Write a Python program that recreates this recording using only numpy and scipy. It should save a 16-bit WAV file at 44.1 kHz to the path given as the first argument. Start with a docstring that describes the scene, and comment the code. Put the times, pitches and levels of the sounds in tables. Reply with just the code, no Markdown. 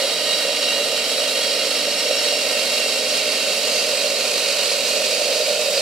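"""An electric cut-off saw sinks its diamond blade evenly into a concrete slab, outdoors, close by.
From the first bite, rubbed grit rings the steel disc (sharp modes) and guard (broad modes), harder once a turn;
crushed grains hiss, the geared housing drones under a varying load, and the fan rushes below shaft tones and hums.
As the cut deepens the blade slows, its modes glide and many are damped, the grinding grows brighter,
and the motor strains louder."""
import sys
import numpy as np
from scipy import signal
from scipy.fft import rfft, irfft, next_fast_len
from scipy.io import wavfile
from scipy.ndimage import map_coordinates

SR = 44100
rng = np.random.default_rng(int(sys.argv[2]) if len(sys.argv) > 2 else 0)


def transcribe(signal):
    """Save signal, clipped to [-1, 1], as a 16-bit WAV file at the path in sys.argv[1]."""
    frames = np.atleast_2d(signal).T
    limited = np.clip(frames, -1, 1)
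    pcm = np.round(limited * 32767).astype(np.int16)
    wavfile.write(sys.argv[1], SR, pcm)


N = 256220
TIME = np.arange(N) / SR
SIZE = next_fast_len(N)
HZ = np.fft.rfftfreq(SIZE, 1 / SR)
MAINS_HZ = 60

# blade speed: (time [s], speed [turns/s])
BLADE_SPEED = [(0, 51.35), (.55, 50.9), (1.2, 50.72), (2, 50.25), (2.3, 49.7), (2.8, 48.5), (3.3, 47.75),
               (3.8, 47.05), (4.6, 46.85), (4.9, 46.5), (5.3, 45.2), (5.6, 44.6), (5.81, 44.5)]
# likeness of the grinding in the two ears: (frequency [Hz], correlation [-])
EAR_LIKENESS = [(600, 1), (1400, 0.87), (3000, 0.9), (4500, 0.66), (6800, 0.39), (10000, 0.084),
                (13000, 0.6)]


def amp(db):
    """Decibels to gain."""
    return 10 ** (np.asarray(db) / 20)


def unit(x):
    """Scales to rms 1."""
    return x / np.sqrt(np.mean(x ** 2) + 1e-20)


def curve(rows):
    """Interpolates a (time, value) table to every sample."""
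    return np.interp(TIME, *np.transpose(rows))


def spectrum(rows, axis=1):
    """Interpolates one table column over log frequency."""
    columns = np.transpose(rows)
    return np.interp(np.log(HZ + 1), np.log(columns[0] + 1), columns[axis])


def colour(x, gain):
    """Filters by a gain per frequency bin."""
    return irfft(rfft(x, SIZE) * gain, SIZE)[..., :N]


def causal(gain):
    """Minimum-phase filter of the given gains: it rings only after it is struck."""
    cepstrum = irfft(np.log(gain), SIZE)
    return gain * np.exp(1j * rfft(cepstrum * np.sign(np.fft.fftfreq(SIZE))).imag)


def noise():
    """White noise, rms 1."""
    return rng.standard_normal(N)


def wander(rate_hz):
    """Low-passed noise, rms 1."""
    return unit(colour(noise(), 1 / (1 + (HZ / rate_hz) ** 4)))


def pan(db):
    """Left and right gains for a left-minus-right level difference."""
    return amp(np.array([[.5], [-.5]]) * db)


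def cut_depth(t):
    """Even feed: 0 at the first bite, 1 at full depth."""
    return t / TIME[-1]


def staged(depth, stages):
    """Interpolates values given at the first bite, half way in and at full depth."""
    return np.interp(depth, [0, .5, 1], stages)


def contact(turns, once_db=1.23, chatter_db=0.86, chatter_hz=90, lurch_db=0.42, lurch_hz=12):
    """Contact force: the rim, out of true, presses harder once a turn; stones in the concrete make it chatter."""
    once_per_turn = once_db * np.cos(2 * np.pi * turns)
    chatter = chatter_db * wander(chatter_hz)
    lurch = lurch_db * wander(lurch_hz)
    return unit(amp(once_per_turn + chatter + lurch))


def rim(turns, depth, memory_turns=14, size=1024):
    """The same diamonds pass every turn, so part of the rubbing repeats, changing with wear: (share, pattern)."""
    # repeating share of the rubbing power [-]: first bite, half way in, full depth
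    repeat_share = [.22, .11, .14]
    keep = np.exp(-1 / memory_turns)
    fresh = rng.standard_normal((2, int(turns[-1]) + 2, size))
    # one-pole smoothing from turn to turn at each point of the rim
    worn = signal.lfilter([np.sqrt(1 - keep ** 2)], [1, -keep], fresh[:, 1:], axis=1, zi=keep * fresh[:, :1])[0]
    pattern = np.array([map_coordinates(side.ravel(), [turns * size], mode="nearest") for side in worn])
    return staged(depth, repeat_share), unit(pattern)


def scrape(diamonds):
    """Two unrelated rubbing streams: fresh grit plus the rim pattern."""
    share, pattern = diamonds
    grit = rng.standard_normal((2, N), np.float32)
    return np.sqrt(1 - share) * grit + np.sqrt(share) * pattern


def ring(force, diamonds, hz, width_hz, skirt):
    """Two-ear spectrum of a rubbed mode: one pole, with steeper flanks beyond skirt half-widths."""
    shared, opposed = rfft(np.float32(force * scrape(diamonds)), SIZE)
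    near = abs(HZ - hz) < 5 * skirt * width_hz
    same = np.interp(HZ[near], *np.transpose(EAR_LIKENESS))
    side = np.array([[1], [-1]])
    drive = shared[near] * np.sqrt(1 + same) + side * opposed[near] * np.sqrt(1 - same)
    detune = 2j * (HZ[near] - hz) / width_hz
    response = np.zeros((2, len(HZ)), np.complex64)
    response[:, near] = drive / (1 + detune) / (1 + detune / skirt)
    return response


def strength(hz, stages_db, stone_width_hz=70):
    """Mode gain over time: cut depth damps some modes and wakes others; hard stones make near ones flare."""
    # hard stones: (time [s], 1/e half length [s], frequency [Hz], flare [dB])
    stones = [(.33, 0.05, 3825, 6), (.66, 0.034, 3900, 7), (0.698, .1, 2760, 4), (.75, 0.25, 2848, 2),
              (1.418, 0.091, 3250, 7), (1.53, .07, 4255, 5), (2.15, 0.2, 2747, 0.5), (2.15, 0.28, 5500, 7),
              (2.6, 0.066, 2747, 3), (2.82, 0.032, 2747, 6), (2.848, .06, 3870, 2), (3.07, .07, 5500, 7),
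              (3.378, 0.051, 3920, 2), (3.8, 0.1, 4760, 6), (3.8, .1, 6195, 9), (4.498, .12, 2800, 1),
              (4.52, .07, 4446, 3), (5.77, .05, 4800, 5)]
    steps = np.linspace(0, TIME[-1], num=400)
    db = staged(cut_depth(steps), stages_db)
    for at_s, length_s, stone_hz, flare_db in stones:
        in_time = ((steps - at_s) / length_s) ** 2
        in_pitch = ((hz - stone_hz) / stone_width_hz) ** 2
        db = db + flare_db * np.exp(-in_time - in_pitch)
    return np.interp(TIME, steps, amp(db))


def blade(force, diamonds, depth, skirt=5.3, hold=0.14):
    """The disc sings in sharp modes that glide as the blade slows and sinks; friction evens out their swing."""
    # disc modes: (frequency half way in [Hz], drift over the cut [Hz], width [Hz], level at first bite [dB],
    # level half way in [dB], level at full depth [dB], left minus right [dB])
    modes = [(1875, -20, 48, -41.0, -41.5, -47.0, -6), (2147, -25, 26, -43.0, -44.0, -51.5, -7),
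             (2290, -9, 50, -42.5, -39.0, -40.0, -4), (2464, 5, 46, -40.0, -38.5, -38.5, -5),
             (2746, -28, 22, -34.3, -31.2, -36.5, -2), (2848, -4, 27, -34, -35, -38, -5),
             (3049, -33, 24, -37.5, -39.0, -39.5, -6), (3276, -36, 32, -38.5, -39, -48.0, -2),
             (3852, 21, 39, -32.0, -33.0, -37, -5), (3904, -34, 31, -30.0, -37.5, -40.0, -3),
             (4208, -4, 12, -50.0, -40.5, -37.5, -9), (4247, -8, 14, -44.0, -36, -40.0, -5),
             (4280, -6, 20, -35.5, -47, -39.5, -5), (4350, -29, 33, -36, -40.5, -40, -6),
             (4446, 8, 20, -37.5, -36.0, -38.0, -6), (4493, -6, 32, -40.0, -39.0, -42.5, -10),
             (4692, 0, 23, -34.5, -38.0, -48.5, -4), (4726, 12, 20, -53.0, -35.5, -35, -3),
             (4796, 3, 16, -40.5, -38.0, -37.5, -4), (4855, -61, 33, -39.5, -39.0, -37.5, 0),
             (5305, -20, 50, -54, -42, -37, -4), (5360, -6, 16, -40, -39.5, -47, -8),
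             (5492, -46, 28, -35.3, -36, -58, 1), (5736, -54, 30, -46, -48, -57.0, 4),
             (5865, 62, 24, -51.5, -48.0, -44.5, -15), (6197, -16, 11, -58, -44.0, -42.5, -1),
             (6378, 60, 40, -52.0, -43.5, -46.0, -4), (7443, 112, 45, -44.5, -44.0, -43.5, -8),
             (7735, 14, 36, -42.5, -42.5, -46, -5), (7937, 3, 30, -44.5, -48.0, -46.5, 3),
             (8224, 7, 20, -50, -47, -46, -7), (8595, 24, 20, -42.5, -46.0, -54.0, -3),
             (9041, 39, 197, -48.0, -42.0, -46.5, -2), (9303, 34, 23, -51.5, -48.0, -54.0, -6),
             (10194, 60, 97, -49, -47.5, -50, -6), (10660, 0, 150, -51, -50, -50, -3),
             (10885, 40, 35, -49, -47, -46.5, -3), (11605, -55, 60, -51.5, -49.0, -56.5, -3)]
    out = np.zeros((2, N))
    glide = 2 * np.pi * np.cumsum(depth - .5) / SR
    for hz, drift_hz, width_hz, *stages_db, side_db in modes:
        # one-sided spectrum gives a complex signal, so its pitch can be shifted
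        song = np.fft.ifft(ring(force, diamonds, hz, width_hz, skirt), SIZE)[:, :N]
        swing = (song.real ** 2 + song.imag ** 2).sum(0)
        shift = np.float32(drift_hz * glide)
        shifted = song.real * np.cos(shift) - song.imag * np.sin(shift)
        held = shifted / (swing + swing.mean() / 10) ** (hold / 2)
        out += unit(held) * pan(side_db) * strength(hz, stages_db)
    return out


def guard(force, diamonds):
    """The guard rings in broad modes of fixed pitch."""
    # guard modes: (frequency [Hz], width of each of two equal poles [Hz], level at first bite [dB],
    # level half way in [dB], level at full depth [dB], left minus right [dB])
    modes = [(933, 130, -45.5, -47.0, -47.0, -2), (1373, 584, -38.0, -39.0, -41.0, -3),
             (1777, 118, -49.5, -54.5, -46.0, -5), (2117, 309, -40.5, -40.5, -41.5, -2),
             (2564, 190, -47.5, -40.5, -37.0, -5), (2660, 284, -42.5, -40.0, -41.0, -4),
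             (3117, 93, -39.5, -39.5, -44.5, -7), (3333, 440, -37.5, -36.5, -36.5, -3),
             (3778, 278, -41.0, -38.5, -33.5, -7), (4198, 444, -33.5, -32.5, -34.5, -1),
             (4575, 254, -41.0, -38.5, -35.0, -7), (4742, 251, -43.5, -43.0, -42.0, -3),
             (5257, 983, -36.0, -34.5, -34.0, -2), (5627, 467, -41.0, -38.5, -35, -1),
             (6392, 629, -40.0, -38.0, -37.5, -1), (6862, 378, -40.0, -36.5, -35.5, -4),
             (7341, 103, -55.0, -47.5, -44.0, -2), (7995, 340, -45.0, -44.0, -42.0, -9),
             (9686, 417, -43.0, -41.5, -41.5, -3)]
    out = np.zeros((2, N))
    for hz, width_hz, *stages_db, side_db in modes:
        tone = irfft(ring(force, diamonds, hz, width_hz, skirt=1.0), SIZE)[:, :N]
        out += unit(tone) * pan(side_db) * strength(hz, stages_db)
    return out


def grinding(force, diamonds, depth, grain_db=1.5, follow=0.55, patchy_db=.5, patchy_hz=10):
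    """Uneven grains are crushed in the slot; their spray follows the contact force only loosely."""
    # crushed concrete: (frequency [Hz], density at first bite [dB per Hz], change at full depth [dB],
    # left minus right [dB])
    grit = [(200, -100.0, -21.0, -3.0), (610, -84, 3, 4), (806, -69.5, -8.5, 1), (1010, -78.5, 8, -4.5),
            (1690, -72.5, -5, -2), (2730, -66.5, -1.5, -2), (3740, -66.5, -3.5, -3), (4700, -66.5, 2, -6),
            (6100, -74.5, -26, -10), (7600, -68, 3.5, -3), (10000, -71.5, -2, -1.5), (12000, -77, 2.1, -1),
            (15600, -87, 2, 0)]
    spray = unit(force ** follow * amp(grain_db * noise() + patchy_db * wander(patchy_hz)))
    left, other = scrape(diamonds) * spray
    same = spectrum(EAR_LIKENESS)
    right = colour(left, same) + colour(other, np.sqrt(1 - same ** 2))
    pair = np.array([left, right])
    shallow = amp(spectrum(grit)) * pan(spectrum(grit, axis=3)) * np.sqrt(SR / 2)
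    deep = shallow * amp(spectrum(grit, axis=2))
    return (1 - depth) * colour(pair, shallow) + depth * colour(pair, deep)


def yard(x, wet_db=-19, t60_s=0.04, count=24):
    """Slab, operator and nearby things return a few early echoes, different in each ear."""
    delay_s = rng.uniform(.004, 0.059, (2, count))
    echoes = rng.choice([-1, 1], delay_s.shape) * amp(-60 * delay_s / t60_s)
    taps = np.zeros((2, N))
    np.put_along_axis(taps, (delay_s * SR).astype(int), echoes, 1)
    taps /= np.linalg.norm(taps, axis=1, keepdims=True)
    wet = amp(wet_db) * colour(x, rfft(taps, SIZE))
    return (x + wet) / np.sqrt(1 + amp(wet_db) ** 2)


def ears(x):
    """The cut lies to the right, so its sound reaches the left ear slightly late."""
    # (frequency [Hz], phase lag of the left ear [rad])
    lag = [(1500, 0), (3000, .2), (4500, .6), (5500, .6), (6500, 1.4), (9700, 1.3), (11000, .2), (12000, 0)]
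    return colour(x, np.exp(.5j * spectrum(lag) * np.array([[-1], [1]])))


def hand_feed(sway_db=0.14, sway_hz=5.5):
    """Rubbing level [dB] as the hand pushes and eases, with random sway."""
    # (time [s], relative level [dB])
    rub = [(0.0, 1.8), (0.15, -2), (0.3, -0.3), (0.5, -1), (0.7, 0), (0.8, -0.5), (2.8, 0), (3.01, -1.5),
           (3.11, 0.1), (3.46, -0.8), (3.96, 0.2), (4.11, -1), (4.46, 0.7), (4.61, 0.5), (5.66, -0.5),
           (5.81, 0.5)]
    return curve(rub) + sway_db * wander(sway_hz)


def housing(turns, knock_share=0.54, jitter_s=0.00091, uneven_db=0.5, once_db=0.3, throb_db=2.0,
            burst_db=1, burst_hz=110, boom_hz=565, boom_width_hz=130, drone_db=-28, skirt=0.24, side_db=-3.5):
    """Motor torque pulses at twice the mains frequency knock the gears, and the housing drones."""
    # motor load: (time [s], drone level relative to drone_db [dB])
    load = [(0, 2.5), (.22, -6), (.34, 1.5), (.42, -6), (.49, 4), (.56, -3), (.65, 1), (.95, -0.5),
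            (1.03, -4.5), (1.15, 1.5), (1.25, -.5), (1.68, 0), (1.79, -4), (1.88, 1), (1.95, -5),
            (2.1, 1.8), (2.6, 0.5), (3, -1), (3.23, -2), (3.65, 0.5), (4.55, -0.9), (4.66, -2.5),
            (4.8, 3.5), (4.89, -4), (4.97, 5.5), (5.05, -1), (5.18, 4), (5.42, 3.5), (5.68, -1),
            (5.78, 4.5)]
    # housing response: (frequency [Hz], relative gain [dB])
    resonance = [(250, -53), (345, -25), (400, -10), (440, -9.5), (480, -4), (555, 0.55), (600, 1.5),
                 (645, -5), (700, -10), (780, -13), (840, -28), (1100, -49.5)]
    pulse_s = np.arange(0, TIME[-1], 1 / (2 * MAINS_HZ))
    late, size, sign = rng.standard_normal((len(pulse_s), 3)).T
    knocks = np.zeros(N)
    at = np.clip((pulse_s + jitter_s * late) * SR, 0, N - 1).astype(int)
    knocks[at] = np.sign(sign) * amp(uneven_db * size)
    drive = np.sqrt(knock_share) * unit(knocks) + np.sqrt(1 - knock_share) * noise()
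    drive = drive * amp(once_db * np.cos(2 * np.pi * turns))
    # torque pulses beat against the turning blade: a fast, regular throb
    drive = drive * amp(throb_db * np.cos(2 * np.pi * (2 * MAINS_HZ * TIME - turns)))
    # gears take up the load in short, irregular bursts
    drive = drive * amp(burst_db * wander(burst_hz))
    drone = unit(colour(drive, causal(amp(spectrum(resonance)))))
    # load swells the main resonance more than its skirts
    boom = colour(drone, np.exp(-((HZ - boom_hz) / boom_width_hz) ** 2))
    boom_db = drone_db + curve(load)
    skirt_db = boom_db.mean() + skirt * (boom_db - boom_db.mean())
    return (boom * amp(boom_db) + (drone - boom) * amp(skirt_db)) * pan(side_db)


def strain(turns, db_per_rps=3.0, waver_db=2.0, waver_hz=6, side_db=-4.0):
    """The slower the dragged blade, the louder the motor hums; the hum beats with the turning and flutters."""
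    # (multiple of mains frequency [-], multiple of blade speed added [-], level at the lowest speed [dB])
    parts = [(8, -1, -43), (8, 0, -36.5), (10, -1, -35), (10, 0, -34)]
    speed = curve(BLADE_SPEED)
    out = np.zeros(N)
    for mains_multiple, blade_multiple, db in parts:
        cycles = mains_multiple * MAINS_HZ * TIME + blade_multiple * turns + rng.random()
        out += amp(db + waver_db * wander(waver_hz)) * np.sin(2 * np.pi * cycles)
    return np.sqrt(2) * out * amp(-db_per_rps * (speed - speed.min())) * pan(side_db)


def cooling_air(level_db=-43, side_db=-3.5, spread_db=-20):
    """The fan's low rush: shaped noise, nearly alike in both ears."""
    # (frequency [Hz], relative gain [dB])
    air = [(15, -54), (35, -36), (50, -17), (70, -18.5), (105, -16.5), (145, -6.5), (195, 3), (235, 2.5),
           (290, -1), (335, -1.5), (370, -1), (450, 4), (800, -23)]
    rush = noise() + amp(spread_db) * rng.standard_normal((2, N))
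    return amp(level_db) * unit(colour(rush, amp(spectrum(air)))) * pan(side_db)


def tones(turns, depth, waver_db=1.7, waver_hz=2.25, slip_turns=0.005, side_db=-3.0):
    """Shaft orders sag with the blade, most fading as the slot steadies it; the hums hold their pitch."""
    # shaft tones: (multiple of blade speed [-], level at first bite [dB], level half way in [dB],
    # level at full depth [dB])
    orders = [(5.01, -48.5, -46.5, -62.5), (5.31, -57.5, -51.5, -60), (6.02, -49.5, -51, -59.5),
              (9, -40.5, -44, -60), (10.07, -45, -49, -48), (10.64, -43.5, -45, -52), (12, -39, -47, -48),
              (12.95, -46, -47.5, -56), (15, -57, -58, -60), (19.01, -49, -60.5, -62), (24, -46, -57, -56),
              (24.75, -56, -58, -64), (31.6, -60, -56, -54), (36.8, -44, -61, -66), (38.1, -52, -51, -62),
              (53.8, -46, -56, -62), (56.3, -44, -38.5, -62), (68.4, -66, -67, -47), (74, -44, -62, -65)]
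    # mains and dust extractor: (frequency [Hz], level [dB])
    hums = [(120, -67.5), (288.7, -51)]
    out = np.zeros(N)
    shaft = turns + slip_turns * wander(waver_hz)
    for multiple, *stages_db in orders:
        tone = np.sin(2 * np.pi * (multiple * shaft + rng.random()))
        out += amp(staged(depth, stages_db)) * unit(tone * amp(waver_db * wander(waver_hz)))
    for hz, db in hums:
        hum = np.sin(2 * np.pi * hz * TIME)
        out += amp(db) * unit(hum * amp(waver_db * wander(waver_hz)))
    return out * pan(side_db)


def scene():
    """One contact force drives disc, guard and grit; cut depth colours them."""
    turns = np.cumsum(curve(BLADE_SPEED)) / SR
    depth = cut_depth(TIME)
    force, diamonds = contact(turns), rim(turns, depth)
    cut = blade(force, diamonds, depth) + guard(force, diamonds) + grinding(force, diamonds, depth)
    cut = ears(yard(cut)) * amp(hand_feed())
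    return cut + housing(turns) + strain(turns) + cooling_air() + tones(turns, depth)


def record(dry, edge_hz=15750):
    """Band limit: a linear-phase low-pass."""
    low_pass = signal.firwin(511, edge_hz, window=("kaiser", 9), fs=SR)
    return signal.oaconvolve(dry, low_pass[None], "same")


dry = scene()
out = record(dry)
transcribe(out)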